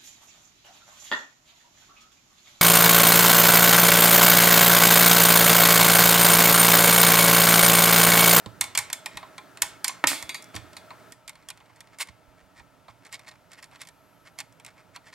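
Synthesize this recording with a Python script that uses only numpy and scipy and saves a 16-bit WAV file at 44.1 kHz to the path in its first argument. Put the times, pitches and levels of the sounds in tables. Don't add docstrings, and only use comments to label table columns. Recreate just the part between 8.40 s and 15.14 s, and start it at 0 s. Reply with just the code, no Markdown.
import sys
import numpy as np
from scipy import signal
from scipy.fft import rfft, irfft, next_fast_len
from scipy.io import wavfile
from scipy.ndimage import uniform_filter1d

SR = 44100
rng = np.random.default_rng(int(sys.argv[2]) if len(sys.argv) > 2 else 0)


def wrap_up_sound(samples):
    columns = np.atleast_2d(samples).T
    tamed = np.clip(columns, -1, 1)
    steps = np.round(tamed * 32767).astype(np.int16)
    wavfile.write(sys.argv[1], SR, steps)


N = 297234
DROP_S = 2.732

# f/Hz, width/Hz, level/dB
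BOLT_MODES = [(1608, 450, -9.5), (1865, 110, 0), (2172, 172, -1.5), (2354, 140, 2), (2423, 260, -0.5),
              (3335, 400, -5), (3636, 340, -3.5), (4415, 340, -6.5)]
# f/Hz, width/Hz, level/dB
FRAME_MODES = [(700, 120, -7), (836, 31, 4.5), (909, 134, 1), (1016, 110, 5), (1150, 150, -1),
               (1370, 23, -7)]


def nut_click(force_db, hard_db):
    snap_db = force_db + hard_db
    wood_db = force_db - 0.72 * hard_db
    tip = lambda f: steel_snap(f) * dull(f, 20000 * amp(0.16 * snap_db))
    held = gripped_bolt(spread_db=2)
    shank = lambda f: held(f) * dull(f, 30000 * amp(0.17 * force_db))
    snap = amp(snap_db - 9) * strike(
        tip, t60=0.0088, scatter_db=-13.5, scatter_t60=0.03, rise_s=0.0013, apart=0.8)
    bolt = amp(force_db - 3) * strike(
        shank, t60=0.0038, scatter_db=-17.5, scatter_t60=0.045, rise_s=0.00074, apart=0.17)
    wood = amp(wood_db - 7) * strike(
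        body(FRAME_MODES), t60=0.0024, scatter_db=-20, scatter_t60=0.0525, rise_s=0.0004, apart=0.99)
    graze = amp(-22) * snap
    return graze + np.roll(snap + bolt + wood, round(GRAZE_S * SR), axis=1)


GRAZE_S = 0.0022


def nut_clicks():
    # t/s, force/dB, hardness/dB
    hits = [(.0598, -36, -1.5), (.2105, -18.5, 12), (.2314, -35.5, -6), (.2399, -32, 8.5),
            (.3506, -23.5, 5), (.3749, -19, 12.5), (.3876, -21.5, 10), (.5005, -32, 3.5),
            (.5291, -24.5, 12), (.6593, -26.5, 4.5), (.7713, -29.5, 1.5), (.8281, -42.5, -14.5),
            (.9799, -34, -1.5), (1.1722, -39, 4), (1.2197, -18, 12), (1.227, -28, -3), (1.4441, -21, 10),
            (1.48, -27.5, 16), (1.4924, -30, -5.5), (1.6711, -18.5, 13.5), (1.825, -30.5, 6.5),
            (1.8921, -29.5, 5.5), (1.944, -31.5, 4.5), (2.023, -51.5, 17.5), (2.0418, -53.5, 16),
            (2.1438, -38.5, -4), (2.152, -39, 9), (2.162, -31, 5), (2.3312, -46, 4), (2.3667, -38, 3),
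            (2.5054, -39, -11.5), (2.7211, -44, 11.5), (2.9543, -48.5, 1), (3.174, -51, 4),
            (3.2044, -53.5, -11.5), (3.2956, -58, -13), (3.36, -57, 9), (3.4052, -43, 8),
            (3.5859, -41.5, 9.5), (3.6716, -49, 5.5), (4.1976, -48, -8), (4.4817, -47.5, -14),
            (4.793, -45.5, 3.5), (4.9131, -48, 0), (5.3214, -57, -15), (5.3577, -48.5, 0.5),
            (5.4157, -37.5, 7.5), (5.4507, -52, 4), (6.124, -60, 10.5), (6.1983, -47.5, 4), (6.561, -37, 1)]
    # t/s, force/dB
    catches = [(2.8781, -37.5), (3.0864, -35.5), (4.650, -51), (4.7259, -38.5), (5.117, -48), (5.226, -45),
               (5.4715, -46.5), (5.987, -33.5), (6.2476, -42.5)]
    rock_s = 0.0155
    track = np.zeros((2, N))
    for s, force_db, hard_db in hits:
        add(track, s - GRAZE_S, nut_click(force_db, hard_db))
    for s, force_db in catches:
        add(track, s - GRAZE_S, nut_click(force_db, hard_db=8))
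        add(track, s - GRAZE_S + rock_s, nut_click(force_db + 0.5, hard_db=8))
    return track


def frame_claps():
    # t/s, level/dB
    touches = [(1.6406, -2), (1.6428, -6), (1.6438, -6.5), (1.6461, -10.5), (1.717, -15), (1.732, -17)]
    # f/Hz, level/dB
    colour = [(60, -41.5), (150, -24.5), (280, -4.5), (400, -23.5), (630, -7), (850, -8), (1500, -6.5),
              (1900, -6.5), (2450, -11.5), (3000, -20), (3500, -20), (5600, -33), (12000, -38),
              (16000, -57)]
    track, t = np.zeros((2, N)), np.arange(SR // 8) / SR
    for s, db in touches:
        scatter = amp(-42.5) * rng.standard_normal((2, len(t))) * fade(t, 0.05)
        clap = filtered((t == 0) + scatter, lambda f: causal(amp(along(colour, f))))
        add(track, s, amp(db) * clap / np.abs(clap).max())
    return track


def loose_steel():
    # t/s, clear level/dB, jangle level/dB, share of full length, focus/Hz, spread/octaves
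    rings = [(0.209, -51.5, -50, .59, 8000, 2), (.376, -45.5, -36, .36, 5000, 2),
             (1.220, -53, -39, 1, 8000, 2), (1.478, -39.5, -52.5, 0.51, 6050, .048),
             (1.672, -27, -17.5, 0.99, 6000, 4.1), (1.894, -28, -45, 0.45, 2795, 1.55),
             (1.946, -31.5, -39, 0.52, 4300, 1.3), (2.367, -41.5, -42, 0.27, 4350, .6)]
    # f/Hz, level/dB, fade time/s
    tones = [(2110, -1.5, 0.26), (2260, -4.5, .33), (2290, -5, .3), (2500, -3.5, .28), (2800, -9, 0.29),
             (3560, -12.5, .32), (3873, -6.5, .35), (3408, -11, 1.3), (4418, -7, .32), (7210, -5, .34),
             (11740, -6, .28), (4650, -5.5, .3), (6050, -20, 0.58), (6600, -6, .22), (7600, -13.5, .26),
             (8600, -4.5, .27), (8600, -6, .26), (9600, -8.5, .26), (9940, -14, .21), (11200, -10, .15)]
    track, t = np.zeros((2, N)), np.arange(SR * 2 // 3) / SR
    hz, db, t60 = np.transpose(tones)[:, :, None]
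    for s, ring_db, jangle_db, share, focus_hz, octaves in rings:
        strength = amp(db) / (1 + (np.log2(hz / focus_hz) / octaves) ** 2)
        waves = np.sin(2 * np.pi * (hz * t + rng.random(hz.shape)))
        ring = np.sum(strength * fade(t, t60 * share) * waves, axis=0)
        add(track, s, amp(ring_db - 3.5) * ring / np.sqrt(np.sum(strength ** 2) / 2))
        noise = diffuse(rng.standard_normal((2, len(t))))
        high = unit(filtered(noise, steel_snap)) * fade(t, 0.33 * share)
        low = unit(filtered(noise, body(BOLT_MODES[2:]))) * fade(t, 0.38 * share)
        add(track, s, amp(jangle_db - 6) * (high + amp(-3.5) * low))
    return track


def thread_scrapes():
    # middle t/s, half length/s, level/dB
    strokes = [(0.751, 0.034, -48.5), (1.481, .01, -33), (2.165, .022, -42), (3.54, 0.014, -52.5),
               (3.616, .014, -25), (3.692, 0.0064, -41.5), (4.0, .025, -57), (4.186, .026, -48),
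               (4.5, 0.015, -50), (4.666, 0.015, -48.5), (4.743, 0.017, -36.5), (4.885, 0.013, -39),
               (5.133, 0.024, -49), (5.189, 0.015, -45.5), (5.232, 0.0067, -43.5), (5.349, 0.021, -48),
               (5.418, 0.017, -39.5), (5.873, 0.019, -48), (6.001, 0.013, -35.5), (6.285, 0.024, -47.5),
               (6.391, 0.026, -53), (6.554, 0.012, -47), (6.676, 0.026, -47.5), (6.736, 0.0075, -41.5)]
    light_stroke_db = -49
    track, t = np.zeros(N), np.arange(-SR // 8, SR // 8) / SR
    for s, half_s, db in strokes:
        pressure_db = db - light_stroke_db
        slips_per_s = 600 * amp(0.7 * pressure_db)
        slips = grit(len(t), slips_per_s, bright_db=-6.5 + 0.33 * pressure_db, uneven_db=2.5)
        add(track, s + t[0], amp(db - 5) * slips * np.exp(-(t / half_s) ** 2))
    return track


def bench_thumps():
    # t/s, level/dB
    blows = [(.061, -39), (.211, -46.5), (.378, -44.5), (0.742, -47), (1.221, -53.5), (1.64, -44),
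             (1.823, -51), (2.142, -39.5), (2.163, -41.5), (3.687, -51.5), (3.87, -60), (4.019, -61.5),
             (4.181, -55.5), (4.486, -55.5)]
    # f/Hz, width/Hz, level/dB
    bench_modes = [(60.2, 31, -4.5), (92, 43, 0.5), (122.1, 30, 0), (190.3, 82, -7), (315, 18, 2),
                   (494, 130, -3.5)]
    track = np.zeros((2, N))
    for s, db in blows:
        mat_hz = 89 * 2 ** ((db + 49) / 6)
        bass_cut = lambda f: 1j * f / (1j * f + 0.25 * mat_hz)
        padded = lambda f: body(bench_modes)(f) * dull(f, mat_hz) * bass_cut(f)
        thump = strike(padded, t60=0.0013, scatter_db=-27.5, scatter_t60=0.068, rise_s=0.0006, apart=0.25)
        add(track, s, amp(db + 3) * thump)
    return track


def fingers():
    # start/s, end/s, level/dB
    spells = [(.65, 0.954, -58), (1.957, 2.68, -57.5), (2.922, 3.55, -59.5), (4.621, 4.965, -52.5),
              (5.099, 5.5, -69)]
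    ease_s, tick_gap_s = 0.03, 0.1
    ticks, grip, t = np.zeros((2, N)), np.zeros(N), np.arange(N) / SR
    rub = grit(N, slips_per_s=180, bright_db=-8.5, uneven_db=0)
    for start, end, db in spells:
        grip += amp(db) * np.clip(np.minimum(t - start, end - t) / ease_s + 0.5, 0, 1)
        for s in np.arange(start, end - tick_gap_s, tick_gap_s):
            tick_s = s + rng.random() * tick_gap_s
            add(ticks, tick_s, nut_click(force_db=-58 + 2 * rng.standard_normal(), hard_db=1))
    return ticks + amp(-8.5) * grip * rub


def spinning_nut():
    # f/Hz, width/Hz, level/dB
    band = [(11560, 940, 0)]
    middle_s, half_s = 5.68, 0.58
    swell = np.exp(-((np.arange(N) / SR - middle_s) / half_s) ** 2)
    return amp(-75.5) * swell * steady_noise(lambda f: body(band)(f) ** 2)


def fan():
    # f/Hz, level/dB
    early_air = [(15, -49), (25, -26.5), (170, -11), (373, -7.5), (545, -11), (641, -2), (734, -19),
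                 (887, -8), (1100, -17.5), (1330, -4), (1440, -10.5), (1700, -11), (2160, -19),
                 (6740, -26.5), (16000, -32)]
    late_air = [(15, -50), (25, -15), (129, -3.5), (204, -13.5), (523, -10), (614, -7.5), (804, -40),
                (871, -4), (1080, -15.5), (1300, -12), (2010, -17.5), (2230, -17.5), (3630, -23),
                (15500, -33.5)]
    # f/Hz, width/Hz, level/dB
    hum = [(114, 6, -3), (172.8, 17, -7), (284, 30, -9), (628.3, 36, -6), (788, 150, -16), (1318.5, 33, -9)]
    # f/Hz, left minus right/dB
    lean = [(300, 0.5), (700, 4), (1300, 6.5), (2400, 3), (8000, -0.5)]
    air = lambda colour: steady_noise(lambda f: amp(along(colour, f)))
    full = amp(-54) * air(early_air) + amp(-57.5) * steady_noise(body(hum))
    quiet = amp(-61.5) * air(late_air) + amp(-62) * steady_noise(body(hum))
    early = np.clip((DROP_S - np.arange(N) / SR) / 0.0042, 0, 1)
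    to_left = lambda f: amp(np.array([along(lean, f), -along(lean, f)]) / 2)
    return filtered(early * full + (1 - early) * quiet, to_left)


def room(x):
    # f/Hz, fade time/s
    fade_times = [(100, 0.84), (600, 0.6), (2000, .42), (8000, 0.24), (12000, 0.2), (16000, 0.14)]
    hz, t, noise = signal.stft(rng.standard_normal((2, SR * 2 // 3)), SR, nperseg=256)
    build_up = 1 - np.exp(-t / 0.0038)
    fading = noise * fade(t, along(fade_times, hz)[:, None]) * build_up
    echo = diffuse(signal.istft(fading, SR, nperseg=256)[1])
    return signal.fftconvolve(x, echo / np.linalg.norm(echo[0]), axes=1)[:, :N]


def strike(response, t60, scatter_db, scatter_t60, rise_s, apart):
    t = np.arange(SR // 8) / SR
    burst = rng.standard_normal(len(t)) * fade(t, t60)
    scatter = rng.standard_normal(len(t)) + apart * rng.standard_normal((2, len(t)))
    force = (burst + amp(scatter_db) * scatter * fade(t, scatter_t60)) * (1 - np.exp(-t / rise_s))
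    sound = filtered(force, response)
    power = uniform_filter1d(np.mean(sound ** 2, axis=0), size=132, mode="constant")
    return sound / np.sqrt(power.max())


def grit(count, slips_per_s, bright_db, uneven_db):
    slips = (rng.random(count) < slips_per_s / SR) * rng.choice([-1, 1], count)
    sizes = amp(uneven_db * np.clip(rng.standard_normal(count), -2, 2))
    edge_hz = 11000 * amp(2.8 * bright_db)
    shake = lambda response: unit(filtered(slips * sizes, lambda f: response(f) * dull(f, edge_hz)))
    bolt = shake(gripped_bolt(spread_db=1.5))
    return bolt + amp(bright_db - 2) * shake(steel_snap) + amp(-10.5) * shake(body(FRAME_MODES))


def steel_snap(f):
    # f/Hz, level/dB
    colour = [(1500, -45.5), (3600, -20.5), (5200, 0), (6400, -2.5), (7500, 2.5), (8600, 0), (9500, 2.5),
              (10400, -6), (12400, -4.5), (14200, -11), (16000, -22)]
    return causal(amp(along(colour, f)))


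def gripped_bolt(spread_db):
    return body([(hz, width, db + spread_db * rng.standard_normal()) for hz, width, db in BOLT_MODES])


def body(modes):
    return lambda f: sum((-1) ** k * amp(db) * 1j * f * width / (hz * hz - f * f + 1j * f * width)
                         for k, (hz, width, db) in enumerate(modes))


def steady_noise(response):
    return unit(diffuse(filtered(rng.standard_normal((2, N)), response)))


def diffuse(x):
    # f/Hz, left-right likeness (1 = the same)
    likeness = [(60, 1), (300, 0.97), (1400, 0.74), (3100, 1), (7000, .6), (15000, .3)]
    angle = lambda f: np.arccos(np.clip(along(likeness, f), -1, 1)) / 2
    mid, side = filtered(x, lambda f: np.array([np.cos(angle(f)), np.sin(angle(f))]))
    return np.array([mid + side, mid - side])


def filtered(x, response):
    n = x.shape[-1]
    padded = 2 * next_fast_len(n // 2 + 4096)
    return irfft(rfft(x, padded) * response(np.fft.rfftfreq(padded, 1 / SR)), padded)[..., :n]


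def causal(gain):
    cepstrum = irfft(np.log(np.maximum(gain, 1e-6)))
    half = len(cepstrum) // 2
    cepstrum[1:half] *= 2
    cepstrum[half + 1:] = 0
    return np.exp(rfft(cepstrum))


def dull(f, edge_hz):
    return 1 / (1 + 1j * f / edge_hz) ** 2


def fade(t, t60):
    return np.exp(-np.log(1000) * t / t60)


def along(points, hz):
    f, values = np.transpose(points)
    return np.interp(np.log(hz + 1), np.log(f + 1), values)


def amp(db):
    return 10 ** (np.asarray(db) / 20)


def unit(x):
    return x / np.sqrt(np.mean(x ** 2) + 1e-20)


def add(track, s, sound):
    part = track[..., max(round(s * SR), 0):][..., :sound.shape[-1]]
    part += sound[..., :part.shape[-1]]


def scene():
    background = fan() + spinning_nut()
    work = nut_clicks() + frame_claps() + loose_steel() + bench_thumps() + thread_scrapes() + fingers()
    echo_gain = np.where(np.arange(N) / SR < DROP_S, amp(-13), amp(-22))
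    return work + room(echo_gain * work) + background


def record(dry):
    # f/Hz, left minus right/dB
    balance = [(60, -15.5), (200, -13.5), (380, -11.5), (700, -4), (1200, -3.5), (2200, -0.3), (4400, -2),
               (8000, -1), (12000, -10), (15000, -13.5)]
    # f/Hz, left ahead by/radians
    lead = [(100, 0.16), (400, .3), (1000, 0.45), (2200, -0.5), (4400, -0.72), (15000, -0.66)]
    top_hz = 15900

    def pair(f):
        ratio, turn = amp(along(balance, f)), np.exp(0.5j * along(lead, f))
        return np.array([ratio * turn, 1 / turn]) * 2 / (1 + ratio)
    return filtered(filtered(dry, pair), lambda f: 1 / np.sqrt(1 + (f / top_hz) ** 120))


dry = scene()
out = record(dry)
wrap_up_sound(out)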